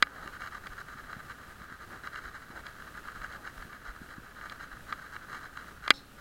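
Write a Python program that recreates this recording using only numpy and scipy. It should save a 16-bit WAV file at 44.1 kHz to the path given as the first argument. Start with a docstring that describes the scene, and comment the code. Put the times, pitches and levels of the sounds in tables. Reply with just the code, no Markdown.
"""A parking lot, heard from a small camera riding on the back of a walking dog.
Fur and harness rub on its plastic housing at every stride, the mount ticks and twice knocks hard,
and steps thud through the dog's body. A sharp clack near the end comes back from the parked cars.
Under it all lies a faint bed of outdoor rumble, hiss and hum."""
import sys
import numpy as np
from scipy import signal
from scipy.fft import rfft, irfft, next_fast_len
from scipy.io import wavfile
from scipy.ndimage import uniform_filter1d

SR = 44100
rng = np.random.default_rng(int(sys.argv[2]) if len(sys.argv) > 2 else 0)


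def pcm_store(signal):
    """Save signal as 16-bit PCM."""
    levels = np.round(np.clip(np.atleast_2d(signal), -1, 1) * 32767)
    wavfile.write(sys.argv[1], SR, levels.astype(np.int16).T)


N = 273772
FIRM_DB = -42   # rub level of a firm stroke

# strokes of the strap over the housing as the shoulders roll: (start [s], length [s], level [dB])
STRAP_STROKES = [(.08, 0.25, -47), (.32, 0.061, -44), (.385, 0.11, -41), (.505, .085, -42),
                 (.63, 0.055, -44), (.71, 0.032, -43.5), (.765, 0.062, -41.5), (.86, .09, -47),
                 (.965, 0.052, -44.5), (1.05, 0.11, -46), (1.17, 0.05, -46), (1.27, 0.069, -44.5),
                 (1.37, 0.089, -50.5), (1.48, 0.056, -50.5), (1.69, 0.084, -49), (1.79, .065, -46.5),
                 (1.885, 0.089, -47.5), (2.028, 0.065, -41), (2.11, 0.1, -41.5), (2.21, 0.1, -44),
                 (2.325, 0.057, -44), (2.415, 0.036, -48), (2.55, 0.063, -46), (2.63, 0.07, -44),
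                 (2.76, 0.059, -49), (2.855, 0.044, -47.5), (2.93, 0.079, -44), (3.02, 0.11, -46),
                 (3.135, 0.058, -44.5), (3.205, .07, -41.5), (3.275, 0.11, -43.5), (3.44, 0.045, -41),
                 (3.68, 0.098, -47.5), (3.84, 0.082, -44), (3.945, 0.039, -49), (4.08, 0.075, -47),
                 (4.23, 0.033, -51), (4.41, .07, -42), (4.505, 0.031, -40.5), (4.58, 0.082, -43),
                 (4.71, 0.034, -47), (4.87, 0.079, -42), (4.95, 0.14, -46.5), (5.11, 0.053, -43),
                 (5.205, 0.057, -48), (5.27, 0.13, -42.5), (5.4, .085, -45), (5.55, 0.077, -45.5),
                 (5.66, 0.044, -48.5), (5.815, .095, -44.5), (6.18, 0.067, -44.5)]

def strap_friction(rest_db=-53, wander_db=2.5, settle_s=5.93, settle_db=-7):
    """Envelope of the rub: strokes over a light, restless contact that settles after the last clack."""
    settled = np.arange(N) / SR > settle_s
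    contact_db = rest_db + wander_db * drift(21) + settle_db * settled
    return np.hypot(swells(STRAP_STROKES), from_db(contact_db))


def strap_rub(rub, grains_per_s=1400, spread_db=2.5, split_hz=2500, bite_db=-13, bite_growth=1.13):
    """Hairs and webbing catch and let go in grains that ring the housing; a firmer rub is brighter."""
    sizes = from_db(spread_db * np.minimum(rng.exponential(1, N), 4)) * rng.choice([-1, 1], N)
    grains = sizes * (rng.random(N) < grains_per_s / SR)
    clumping = from_db(drift(70))
    shell = housing(grains * clumping)
    # over a few hundredths of a second the friction stays even
    shell /= np.sqrt(uniform_filter1d(shell ** 2, int(0.052 * SR)) + 1e-9)
    body = rub * rms_one(cut(shell, split_hz, "low", order=6))
    bite = from_db(FIRM_DB + bite_db) * (rub / from_db(FIRM_DB)) ** bite_growth
    return body + bite * rms_one(cut(shell, split_hz, "high", order=6))


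# modes of the plastic shell: (pitch [Hz], t60 [s], gain when rubbed [dB], gain when knocked [dB])
HOUSING_MODES = [(240, 0.02, -29, -15.5), (567, 0.016, -26, -10), (1221, 0.02, -2, -5.5),
                 (1428, 0.016, 1, -6.5), (1532, 0.017, 1.5, -1), (1688, 0.02, -2.5, -3),
                 (1866, 0.023, -7.5, -7.5), (2026, 0.024, -11.5, -2.5), (2264, 0.034, -16, -10),
                 (2446, 0.022, -35, -12), (2812, 0.027, -15, -14.5), (3228, 0.016, -16, -1),
                 (3600, 0.01, -24, -7.5), (4000, 0.023, -16, -8), (4584, 0.015, -21.5, -8),
                 (4920, 0.022, -28, -15.5), (5180, 0.0061, -18, -10.5), (6480, 0.0084, -19.5, -15.5),
                 (7240, 0.011, -24.5, -22), (7630, 0.0095, -23.5, -20), (10400, 0.0006, -12.5, -8.5)]

def housing(force, knocked=False):
    """The housing rings under a rub or a blow; neighbouring modes swing in opposite senses."""
    return sum((-1) ** k * from_db(knock_db if knocked else rub_db) * ring(force, hz, t60)
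               for k, (hz, t60, rub_db, knock_db) in enumerate(HOUSING_MODES))


# accents where the strap slips: (time [s], peak level [dB], low-pass cutoff [Hz])
STRAP_SLIPS = [(0.0688, -30.5, 900), (0.2753, -27, 6500), (0.4184, -27.5, 5500), (.473, -30, 7000),
               (0.778, -39, 3500), (1.1295, -27.5, 2000), (1.308, -31, 3000), (1.6168, -36.5, 2500),
               (2.072, -27, 5000), (2.1578, -25.5, 4500), (2.821, -34.5, 1990), (3.054, -37, 2500),
               (3.0843, -28, 1490), (3.216, -31.5, 3500), (3.243, -27.5, 2000), (3.473, -27.5, 3500),
               (3.578, -34.5, 3530), (3.624, -31.5, 5000), (3.7286, -32, 2200), (4.411, -32, 2520),
               (4.521, -33.5, 4500), (5.163, -26, 3000), (5.329, -30.5, 3000), (5.5723, -26, 4000),
               (5.839, -35, 4000), (5.862, -29.5, 3500)]

def strap_slips(rub, catches_per_s=16, catch_db=7, catch_cutoff_hz=4000, crumble_s=0.0012):
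    """Each slip is a snap with a short crumble; random catches come more often in a firmer rub."""
    out, t = np.zeros(N), np.arange(SR // 20) / SR
    caught = np.flatnonzero(rng.random(N) < catches_per_s / SR * rub / from_db(FIRM_DB))
    catches = [(i / SR, 20 * np.log10(rub[i]) + catch_db, catch_cutoff_hz) for i in caught]
    for s, peak_db, cutoff_hz in STRAP_SLIPS + catches:
        crumble = 0.052 * rng.standard_normal(len(t)) * np.exp(-t / crumble_s)
        tick = housing(cut((t == 0) + crumble, cutoff_hz, "low", order=1))
        add(out, s, from_db(peak_db) * tick / np.abs(tick).max())
    return out


# low ring-out of the harness: (pitch [Hz], t60 [s], level after a full-scale knock [dB])
HARNESS_TWANG = [(280, 1, -48.5), (534, 0.44, -50.5), (826, 0.34, -48.5)]
# hard plastic hits at the mount, coloured by the point of contact:
# (time [s], peak level [dB], colour centre [Hz], boost or cut [dB], Q, last rebound delay [s])
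MOUNT_HITS = [(0.0248, -4.5, 1420, 8.5, 3.5, 0.00106), (.669, -30, 4200, -9, 0.47, .0024),
              (2.666, -36, 5500, 17, 0.69, 0.0021), (4.497, -35, 3900, 8, 1.0, 0.0017),
              (4.9249, -20, 1280, 24, 4.1, 0.00107), (5.8783, -18.5, 900, 13, 2, 0.0029),
              (5.9049, -2, 5400, -4.5, 1.8, .00284)]

def mount_knocks(first_rebound_s=0.000812):
    """The mount hits the housing, rebounds twice within milliseconds and leaves the harness twanging."""
    out, t = np.zeros(N), np.arange(SR // 2) / SR
    twang = sum(from_db(db) * ring(t == 0, hz, t60) for hz, t60, db in HARNESS_TWANG)
    for s, peak_db, hz, boost_db, q, last_rebound_s in MOUNT_HITS:
        contacts = [(0, 1), (first_rebound_s, 0.3), (last_rebound_s, 0.21)]
        force = sum(size * np.maximum(1 - np.abs(t - at) * SR, 0) for at, size in contacts)
        band = signal.lfilter(*signal.iirpeak(hz, max(q, .5), fs=SR), force)
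        clack = housing(force + (from_db(boost_db) - 1) * band, knocked=True)
        peak = from_db(peak_db)
        # only a hard blow pulls the harness taut enough to twang
        add(out, s, peak * clack / np.abs(clack).max() + peak ** 2 * twang)
    return out


# soft thuds through the dog's body: (time [s], peak level before the lift [dB], pitch [Hz])
STEP_THUDS = [(0.261, -39.5, 243), (0.715, -43, 33), (0.958, -43, 197), (1.169, -39.5, 157),
              (1.616, -43.5, 170), (1.722, -42.5, 199), (2.270, -47, 45), (2.504, -41, 232),
              (3.211, -42.5, 35), (3.595, -42, 30.2), (3.655, -40, 158), (3.893, -38, 35.8),
              (4.018, -38, 220), (4.184, -37, 208), (4.739, -46, 35)]

def step_thuds(width_cycles=0.52, lift_db=1.5):
    """Each soft push rocks the camera for about one and a half swings."""
    out, t = np.zeros(N), np.arange(-SR // 10, SR // 10) / SR
    for s, peak_db, hz in STEP_THUDS:
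        swing = np.cos(2 * np.pi * hz * t) * np.exp(-(hz * t / width_cycles) ** 2)
        add(out, s + t[0], from_db(peak_db + lift_db) * swing)
    return out


# sweeps of the coat across the housing: (start [s], length [s], level [dB])
FUR_SWEEPS = [(.06, 0.28, -56), (1.88, 0.1, -53), (2.49, 0.14, -53), (3.27, 0.22, -56.5)]
# muffled tone of brushing fur: (frequency [Hz], relative level [dB])
FUR_COLOUR = [(100, -15.5), (250, -7.5), (450, -5.5), (750, -5.5), (1000, -8), (1400, -21), (4000, -53)]

def fur_brush(rub, follow_db=-16):
    """Fur brushes dully along with the strap, and in a few sweeps of its own."""
    return np.hypot(from_db(follow_db) * rub, swells(FUR_SWEEPS)) * noise(FUR_COLOUR)


# thin, bright tone of the echo off the cars: (frequency [Hz], relative level [dB])
CAR_ECHO_COLOUR = [(300, -35), (2900, -32), (3500, -15.5), (4000, -5), (4400, -11), (4900, -25),
                   (5300, -11), (5900, -26), (9000, -30), (15000, -49)]

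def car_echo(level_db=-49.5, delay_s=.028, attack_s=.007, hold_s=.035, drop_t60=.14, tail_t60=0.61):
    """Parked cars scatter the last clack: a plateau of noise that drops quickly into a faint tail."""
    age = np.arange(N) / SR - MOUNT_HITS[-1][0] - delay_s
    attack = np.clip(age / attack_s, 0, 1)
    fading = np.maximum(age - hold_s, 0)
    drop, tail = from_db(-60 * fading / drop_t60), from_db(-60 * fading / tail_t60)
    tail_gain = from_db(-11)
    release = (drop + tail_gain * tail) / (1 + tail_gain)
    return from_db(level_db) * attack * release * noise(CAR_ECHO_COLOUR)


# bed of outdoor rumble and microphone hiss: (frequency [Hz], relative level [dB])
AIR_COLOUR = [(20, 3.5), (40, 2), (90, 0), (250, -4), (450, -9.5), (850, -13), (1400, -16), (2000, -20),
              (2700, -17.5), (5000, -24), (8000, -26), (12000, -26.5), (16000, -28.5)]

def outdoor_bed(air_db=-53.5, hum_hz=58.3, hum_db=-63.5):
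    """Rumble and hiss waver gently over a faint, steady hum."""
    hum = np.sqrt(2) * from_db(hum_db) * np.sin(2 * np.pi * hum_hz * np.arange(N) / SR)
    return from_db(air_db + drift(4.5)) * noise(AIR_COLOUR) + hum


def swells(strokes, crest_share=0.6, fullness=0.72):
    """Gain envelope of strokes: each swells to a crest and lets go; overlaps add in power."""
    t, power = np.arange(N) / SR, np.zeros(N)
    for start, length, db in strokes:
        inside = (t > start) & (t < start + length)
        phase = np.interp((t[inside] - start) / length, [0, crest_share, 1], [0, np.pi / 2, np.pi])
        power[inside] += (from_db(db) * np.abs(np.sin(phase)) ** fullness) ** 2
    return np.sqrt(power)


def ring(force, hz, t60):
    """One resonance: a unit click sets off a decaying sine of height one."""
    r, w = from_db(-60 / (t60 * SR)), 2 * np.pi * hz / SR
    return signal.lfilter([0, np.sin(w)], [1, -2 * r * np.cos(w), r * r], force + 1e-18)


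def noise(colour):
    """Noise of rms one, shaped by rows of (frequency [Hz], relative level [dB])."""
    hz, db = np.transpose(colour)
    size = next_fast_len(N)
    bins = np.maximum(np.fft.rfftfreq(size, 1 / SR), 1)
    gain = from_db(np.interp(np.log(bins), np.log(hz), db))
    return rms_one(irfft(rfft(rng.standard_normal(size)) * gain, size)[:N])


def drift(hz, hop=40, warmup=2000):
    """Smooth random wander of rms one, mostly slower than hz."""
    r = np.exp(-2 * np.pi * hz * hop / SR)
    white = rng.standard_normal(N // hop + warmup + 2)
    slow = signal.lfilter([1], [1, -2 * r, r * r], white)[warmup:]
    return np.interp(np.arange(N) / hop, np.arange(len(slow)), rms_one(slow))


def cut(x, hz, kind, order):
    """Butterworth low- or high-pass."""
    return signal.sosfilt(signal.butter(order, hz, kind, fs=SR, output="sos"), x)


def add(out, s, sound):
    """Mix a short sound in at s seconds."""
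    start = max(round(s * SR), 0)
    part = sound[:max(N - start, 0)]
    out[start:start + len(part)] += part


def from_db(db):
    """Decibels to gain."""
    return 10 ** (np.asarray(db) / 20)


def rms_one(x):
    """Scale to an rms of one."""
    return x / np.sqrt(np.mean(x ** 2) + 1e-20)


def scene():
    """All layers meet at the one microphone inside the housing."""
    rub = strap_friction()
    mix = outdoor_bed() + strap_rub(rub) + fur_brush(rub)
    mix += mount_knocks() + step_thuds() + car_echo() + strap_slips(rub)
    return mix[None]


def record(dry, ceiling=.87, cutoff_hz=15900):
    """Soft overload rounds the hardest knock; a steep low-pass trims the top."""
    rounded = dry / (1 + (dry / ceiling) ** 6) ** (1 / 6)
    return signal.sosfilt(signal.ellip(10, .2, 70, cutoff_hz, fs=SR, output="sos"), rounded)


dry = scene()
out = record(dry)
pcm_store(out)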